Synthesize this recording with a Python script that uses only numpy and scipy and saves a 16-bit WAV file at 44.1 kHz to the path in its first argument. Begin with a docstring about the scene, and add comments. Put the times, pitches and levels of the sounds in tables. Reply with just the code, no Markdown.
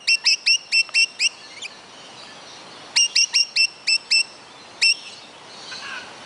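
"""A lorikeet screeches in quick runs on a lawn: its syrinx starts slack and raspy, then tightens and
scoops up to a shrill, buzzing whistle. Neighbours chirp, a beak or claw taps on wood, a flock chatters
in the trees, one far bird pips and a larger one honks. The trees echo faintly over a rush of breeze
and far traffic. An automatic gain control ducks that rush at each screech and lets it creep back."""
import sys
import numpy as np
from scipy import signal
from scipy.fft import rfft, irfft, next_fast_len
from scipy.io import wavfile
from scipy.ndimage import uniform_filter1d, map_coordinates

SR = 44100
rng = np.random.default_rng(int(sys.argv[2]) if len(sys.argv) > 2 else 0)


def waveform_to_disk(signal):
    """Save audio, clipped to [-1, 1], as 16-bit WAV at the path in sys.argv[1]."""
    frames = np.transpose(np.atleast_2d(signal))
    scaled = np.clip(frames, -1, 1) * 32767
    samples = np.round(scaled).astype(np.int16)
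    wavfile.write(sys.argv[1], SR, samples)


N = 275625

# the lead bird's screeches:
# start_s, length_s, held_hz, rise_hz, sag_hz, level_db, second_partial_db, buzz_depth_hz
SCREECH_CALLS = [ (.073, 0.08105, 2708, 45.5, 24.5, -6.5, -1, 55.7),
                 (.251, 0.0967, 2643, 176.4, 169.5, -6.5, 1, 107.8),
                 (0.46, 0.1, 2657, 223.6, 43.5, -5, -1, 30.1),
                 (.717, 0.0997, 2685, 50.2, 34.5, -8, -4, 50.1),
                 (0.94, 0.1056, 2700, 110.7, 74.5, -7.5, -3.5, 69.8),
                 (1.19, 0.0847, 2439, 431.9, 1, -12, -5, 93),
                 (2.959, 0.1072, 2819, 29.55, 56.5, -10, 3.5, 21.48),
                 (3.152, 0.09646, 2725, 188.9, 104, -8.5, 5, 80.6),
                 (3.339, 0.0981, 2785, 35.13, 39, -8.5, 8.5, 60.4),
                 (3.558, 0.0956, 2692, 78.6, 66, -8, -1.5, 51.4),
                 (3.868, 0.09685, 2640, 111.2, 63, -12, 1, 34.08),
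                 (4.104, 0.1116, 2666, 93.45, 64, -11.5, 0, 28.05),
                 (4.815, 0.1104, 2688, 129.4, 92.5, -9.5, -.5, 33.43)]
# tone colour of its windpipe and open beak: frequency_hz, gain_db
BEAK_EQ = [(900, -2), (1900, -5.5), (2750, -1), (3500, -3.5), (4200, -2.5), (5100, 0.5), (5700, -2),
           (6600, -4), (7600, 1.5), (8300, -1), (9000, -1.5), (9800, 3)]
# low croaks that open some screeches: start_s, level_db
CROAK_CUES = [(.237, -25), (2.953, -30), (3.328, -28.5)]
# the fading echo of an earlier screech, then the neighbours' soft chirps:
# start_s, length_s, start_hz, end_hz, level_db
TAIL_AND_CHIRP_NOTES = [ (0, 0.0674, 2840, 2790, -37.5), (1.495, 0.0627, 2070, 2176, -41.5),
                        (1.56, 0.037, 2129, 2377, -33), (1.615, 0.036, 3583, 2550, -26.5),
                        (1.643, 0.02744, 2300, 2787, -24), (5.05, 0.0432, 2714, 2500, -34.5),
                        (5.088, 0.0255, 3563, 3142, -39), (5.118, 0.0316, 4066, 4000, -37.5)]
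# dry taps on wood: start_s, level_db
TAP_CUES = [(.891, -22.5), (2.235, -35)]
# ringing modes of that wood: pitch_hz, level_db, t60_s
WOOD_MODES = [(613.6, -6.5, 0.062), (1241, 9.5, 0.0131), (2815, 9.5, 0.0061)]
# the larger bird's far honks: start_s, length_s, start_hz, end_hz, level_db
HONK_NOTES = [(5.708, 0.0429, 523.8, 508, -31.5), (5.815, .185, 555, 462, -32.5)]
# resonances of its throat: frequency_hz, gain_db
THROAT_EQ = [(500, -32), (1050, -8.5), (1530, 3), (2050, -21), (2550, -1.5), (3100, -11.5), (4500, -31.5)]
# calls of two nearer members of the flock: start_s, length_s, start_hz, end_hz, level_db
CHATTER_NOTES = [(2.04, 0.1, 2430, 2384, -56.5), (2.18, 0.076, 2257, 2400, -45.5),
                 (5.49, 0.2, 2080, 2299, -43), (5.675, 0.1207, 2002, 2097, -38.5)]
# a far bird's plain whistles: start_s, level_db
PIP_CUES = [(0.152, -46.5), (0.929, -46), (1.411, -45), (1.7, -48.5), (2.27, -47)]
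# swells of the flock's chatter: middle_s, half_length_s, level_db
FLOCK_BOUTS = [(1.485, 0.22, -40.5), (2.1, 0.23, -43.5), (2.548, 0.063, -45), (3.27, 0.185, -36.5),
               (5.074, 0.1386, -36.5), (5.779, 0.171, -38)]
# tone colour of the far flock: frequency_hz, gain_db
FLOCK_EQ = [(1200, -42.5), (2000, -26.5), (2900, -2), (3500, 0), (4300, 2.5), (5000, -8), (5900, -7.5),
            (7000, -20.5), (10000, -19.5)]
# decay of the echo among the trees: frequency_hz, t60_s
TREE_DECAY = [(500, 0.19), (3000, 0.756), (5500, 1.018), (10000, 1.22)]
# tone colour of the outdoor rush: frequency_hz, gain_db
AIR_EQ = [(25, -31), (55, -20), (100, -8.5), (165, -4), (350, -3), (950, -1), (1600, -7.5), (2800, -9.5),
          (4300, -16.5), (6500, -23), (10000, -23)]
# slow level ride of that rush: time_s, level_db
AIR_RIDE = [(0, -42.5), (1.5, -41), (2.8, -42), (4.6, -43), (5.5, -40), (6.25, -40)]

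SLACK_HZ, SCOOP_S = 1834.3, .025  # a screech's opening pitch and its time to tighten
ATTACK_S, HEAD_START_S, RELEASE_S = 0.02402, 0.00494, .013
SAG_SKEW = 1.518  # over 1 puts the pitch sag past the middle of the call
BUZZ_RATE_HZ, BUZZ_SLOWING, BUZZ_FADE = 465, 0.705, 0.51  # slowing: Hz of rate lost per Hz of depth
THIRD_DB, THIRD_FOLLOWS = -25.5, .15  # third partial: alike in loud and soft calls, follows the second
SWELL_DB, SWELL_DB_PER_HZ, SPENT_PER_DB, ARCH_DB = 2.99, 0.0029, 1.1947, 2.5
SCRATCH_DB, SCRATCH_SPREAD_HZ = -13, 280


def screeches(jitter_hz=14, rasp_hz=90, flutter_db=1.8, drift_db=2.9):
    """The syrinx starts slack and raspy, tightens to a whistle, and a second vibration buzzes it."""
    out = np.zeros(N)
    for start_s, length_s, held_hz, rise_hz, sag_hz, level_db, second_db, depth_hz in SCREECH_CALLS:
        t = np.arange(int((length_s + RELEASE_S / 2) * SR)) / SR
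        from_middle = t / length_s - 1 / 2
        tight = fade(t / SCOOP_S)
        slack = 1 - tight
        # after the scoop the pitch climbs, with one sag on the way
        hold = np.clip((t - SCOOP_S) / (length_s - SCOOP_S), 0, 1)
        whistle_hz = held_hz + rise_hz * hold - sag_hz * np.sin(np.pi * hold ** SAG_SKEW) ** 2
        # a deeper buzz is slower, and it settles as the call goes on
        rate_hz = (BUZZ_RATE_HZ - BUZZ_SLOWING * depth_hz) * (1 + 0.11 * wobble(t, 200))
        buzz = np.sin(2 * np.pi * np.cumsum(rate_hz) / SR)
        buzz *= (1 + .45 * wobble(t, 60)) * (1 - BUZZ_FADE * from_middle)
        grit = np.sqrt(depth_hz / 100)
        rough_hz = (jitter_hz + rasp_hz * slack) * wobble(t, 998.7)
        pitch = SLACK_HZ * slack + whistle_hz * tight + depth_hz * buzz + rough_hz
        # the fundamental stays nearly steady while the overtones flutter
        shimmer = lambda: flutter_db * wobble(t, 793) + drift_db * wobble(t, 80.72)
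        third_db = THIRD_DB - level_db + THIRD_FOLLOWS * second_db
        partials = [(1, shimmer() / 5),
                    (2, second_db * tight + 1.5 * slack + shimmer() + 1.5 * buzz * grit),
                    (3, third_db * tight - 6 * slack + shimmer()),
                    (4, -25 + 15 * slack), (5, -30 + 16 * slack)]
        # slack membranes beat unevenly, which puts tones halfway between the partials
        partials += [(k + 1 / 2, -54 + 34 * np.sqrt(slack) + shimmer()) for k in range(4)]
        # the pressure arches and grows with the pitch; a bright, forced call spends its air early
        swell_db = SWELL_DB + SWELL_DB_PER_HZ * rise_hz - SPENT_PER_DB * second_db
        arch_db = ARCH_DB * (1 / 3 - (2 * from_middle) ** 2)
        pressure_db = level_db + swell_db * from_middle + arch_db + .5 * wobble(t, 112.3)
        # part of the second partial breaks into a chaotic scratch
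        scratch_hz = 2 * pitch + SCRATCH_SPREAD_HZ * wobble(t, 650)
        scratch = amp(SCRATCH_DB + second_db / 2) * grit * voice(scratch_hz, [(0.994, 0)])
        gate = fade((t + HEAD_START_S) / ATTACK_S) * fade((t[-1] - t) / RELEASE_S)
        add(out, start_s, amp(pressure_db) * gate * (voice(pitch, partials) + scratch))
    return equalise(out, BEAK_EQ)


def croaks(start_hz=890, end_hz=1150, length_s=0.0227):
    """Before it tightens, the syrinx can sound an octave below the scoop."""
    rows = [(start_s, length_s, start_hz, end_hz, level_db) for start_s, level_db in CROAK_CUES]
    partials = [(1, -0.5), (2, 1.0), (3, -3), (4, -22.5)]
    return notes(rows, lambda pitch: partials, rough=.032, edge_s=0.0071, bend=1.9)


def tail_and_chirps():
    """Soft, gliding tones: the fading echo of an earlier screech, then the neighbours' chirps."""
    partials = [(1, 2.5), (2, -3.5), (3, -14.0), (4, -14.0)]
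    return notes(TAIL_AND_CHIRP_NOTES, lambda pitch: partials, rough=0.0263, edge_s=0.0093, bend=2.1)


def taps():
    """A beak or claw knocks on wood; each mode builds over a cycle or so and rings very briefly."""
    out, t = np.zeros(N), np.arange(SR // 10) / SR
    for start_s, level_db in TAP_CUES:
        for hz, mode_db, t60_s in WOOD_MODES:
            envelope = amp(level_db + mode_db - 60 * t / t60_s) * fade(t * hz * 2 / 3)
            add(out, start_s, envelope * np.sin(2 * np.pi * hz * t))
    return out


def honks():
    """A hoarse, nasal double call; its partials slide through the throat's steady resonances."""
    partials = lambda pitch: [(k, along(THROAT_EQ, k * pitch)) for k in range(1, 9)]
    return notes(HONK_NOTES, partials, rough=.052, edge_s=0.0158, bend=2.2)


def chatter():
    """Raspy calls from the trees, with the second partial strongest."""
    partials = [(1, -16.5), (2, 3), (3, -9.5), (4, -13.5)]
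    return notes(CHATTER_NOTES, lambda pitch: partials, rough=0.0347, edge_s=0.011)


def pips(pitch_hz=1750, length_s=0.0637):
    """A far bird repeats one short, pure note at uneven gaps."""
    rows = [(start_s, length_s, pitch_hz, pitch_hz, level_db) for start_s, level_db in PIP_CUES]
    return notes(rows, lambda pitch: [(1, 0)], rough=0.013, edge_s=.004)


def flock(count=520, centre_hz=2300, glide=.06, calm_db=-47):
    """A bed of overlapping, raspy far calls, blurred by the trees and swelling in bouts."""
    calls = np.zeros(N)
    starts_s = (np.arange(count) + rng.random(count)) * N / SR / count
    for start_s, (high, long, loud) in zip(starts_s, rng.standard_normal((count, 3))):
        t = np.arange(int(0.051 * np.exp(0.37 * long) * SR)) / SR
        rasp = .028 * wobble(t, 900)
        pitch = centre_hz * np.exp(0.22 * high + glide * wobble(t, 30.21) + rasp)
        envelope = amp(0.73 * loud) * np.sqrt(np.hanning(len(t)))
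        add(calls, start_s, envelope * voice(pitch, [(1, 4.5), (2, -5), (3, 4.5)]))
    bed = unit(equalise(calls + echo(calls), FLOCK_EQ))
    t = np.arange(N) / SR
    bout_power = sum(amp(level_db) ** 2 * np.exp(-((t - middle_s) / half_s) ** 2)
                     for middle_s, half_s, level_db in FLOCK_BOUTS)
    return bed * np.sqrt(amp(calm_db) ** 2 + bout_power)


def echo(x, predelay_s=0.018):
    """Trunks and leaves scatter the sound back in a diffuse tail."""
    hz, t, noise = signal.stft(rng.standard_normal(SR), SR, nperseg=256)
    decay = amp(-60 * t / along(TREE_DECAY, hz)[:, None])
    tail = signal.istft(noise * decay, SR, nperseg=256)[1]
    delayed = np.pad(x, (int(predelay_s * SR), 0))
    return signal.fftconvolve(delayed, tail / np.linalg.norm(tail))[:N]


def air():
    """The steady rush of breeze and far traffic."""
    t = np.arange(N) / SR
    rush = unit(equalise(rng.standard_normal(N), AIR_EQ))
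    ride_db = np.interp(t, *np.transpose(AIR_RIDE))
    return rush * amp(ride_db + 0.15 * wobble(t, 2.8))


def notes(rows, partials, rough, edge_s, bend=1):
    """Unsteady notes voiced by partials(pitch); a bend over 1 makes each glide speed up."""
    out = np.zeros(N)
    for start_s, length_s, start_hz, end_hz, level_db in rows:
        t = np.arange(int(length_s * SR)) / SR
        glide_hz = start_hz + (end_hz - start_hz) * (t / length_s) ** bend
        pitch = glide_hz * (1 + rough * wobble(t, 700))
        gate = fade(np.minimum(t, length_s - t) / edge_s)
        add(out, start_s, amp(level_db) * gate * voice(pitch, partials(pitch)))
    return out


def voice(pitch, partials):
    """A tone of rms 1 on a pitch curve; each partial is a pitch multiple and a level_db."""
    phase = 2 * np.pi * np.cumsum(pitch) / SR
    return unit(sum(amp(db) * np.sin(k * phase) * (k * pitch < SR / 2) for k, db in partials))


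def amp(db):
    """Decibels to gain."""
    return 10 ** (np.asarray(db) / 20)


def unit(x):
    """Scale to rms 1."""
    return x / np.sqrt(np.mean(x ** 2) + 1e-20)


def along(points, hz):
    """Read a curve on a log frequency axis."""
    knots_hz, values = np.transpose(points)
    return np.interp(np.log(hz + 1), np.log(knots_hz + 1), values)


def wobble(t, rate):
    """A smooth random curve with rate knots a second."""
    return map_coordinates(rng.standard_normal(int(t[-1] * rate) + 4), [t * rate + 1])


def filtered(x, response):
    """Filter x with the gain response(hz)."""
    size = next_fast_len(N + SR // 2)
    return irfft(rfft(x, size) * response(np.fft.rfftfreq(size, 1 / SR)), size)[:N]


def equalise(x, eq):
    """Colour x with an EQ table."""
    return filtered(x, lambda hz: amp(along(eq, hz)))


def add(track, start_s, sound):
    """Mix a sound in at start_s."""
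    room = track[max(round(start_s * SR), 0):][:len(sound)]
    room += sound[:len(room)]


def fade(u):
    """A smooth step from 0 to 1 as u goes from 0 to 1."""
    return np.sin(np.pi / 2 * np.clip(u, 0, 1)) ** 2


def scene():
    """Near birds almost dry, far birds wetter, over the flock and the open air."""
    near = screeches() + croaks() + tail_and_chirps() + taps()
    far = honks() + pips() + chatter()
    echo_send = amp(-23.5) * near + amp(-4.5) * far
    return (near + far + echo(echo_send) + flock() + air())[None]


def record(dry, threshold_db=-15, quick_db_per_s=130, slow_db_per_s=4, slow_share=0.665,
           opening_cut_db=7, detector_s=.005, top_hz=10150):
    """Gain control ducks loud sound, recovers partly at once, fully over seconds; then a high cut."""
    t = np.arange(N) / SR
    pole = np.exp(-1 / (detector_s * SR))
    level_db = 10 * np.log10(signal.lfilter([1 - pole], [1, -pole], dry[0] ** 2) + 1e-12)
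    excess_db = 0.9813 * np.maximum(level_db - threshold_db, 0)
    recover = lambda db, speed: np.maximum.accumulate(db + speed * t) - speed * t
    quick_db = recover(excess_db, quick_db_per_s)
    slow_db = recover(slow_share * excess_db, slow_db_per_s)
    slow_db = np.maximum(slow_db, opening_cut_db - slow_db_per_s * t)  # the gain starts turned down
    cut_db = uniform_filter1d(np.maximum(quick_db, slow_db), size=220)
    return filtered(dry[0] * amp(-cut_db), lambda hz: fade((top_hz - hz) / 300 + 1 / 2))[None]


dry = scene()
out = record(dry)
waveform_to_disk(out)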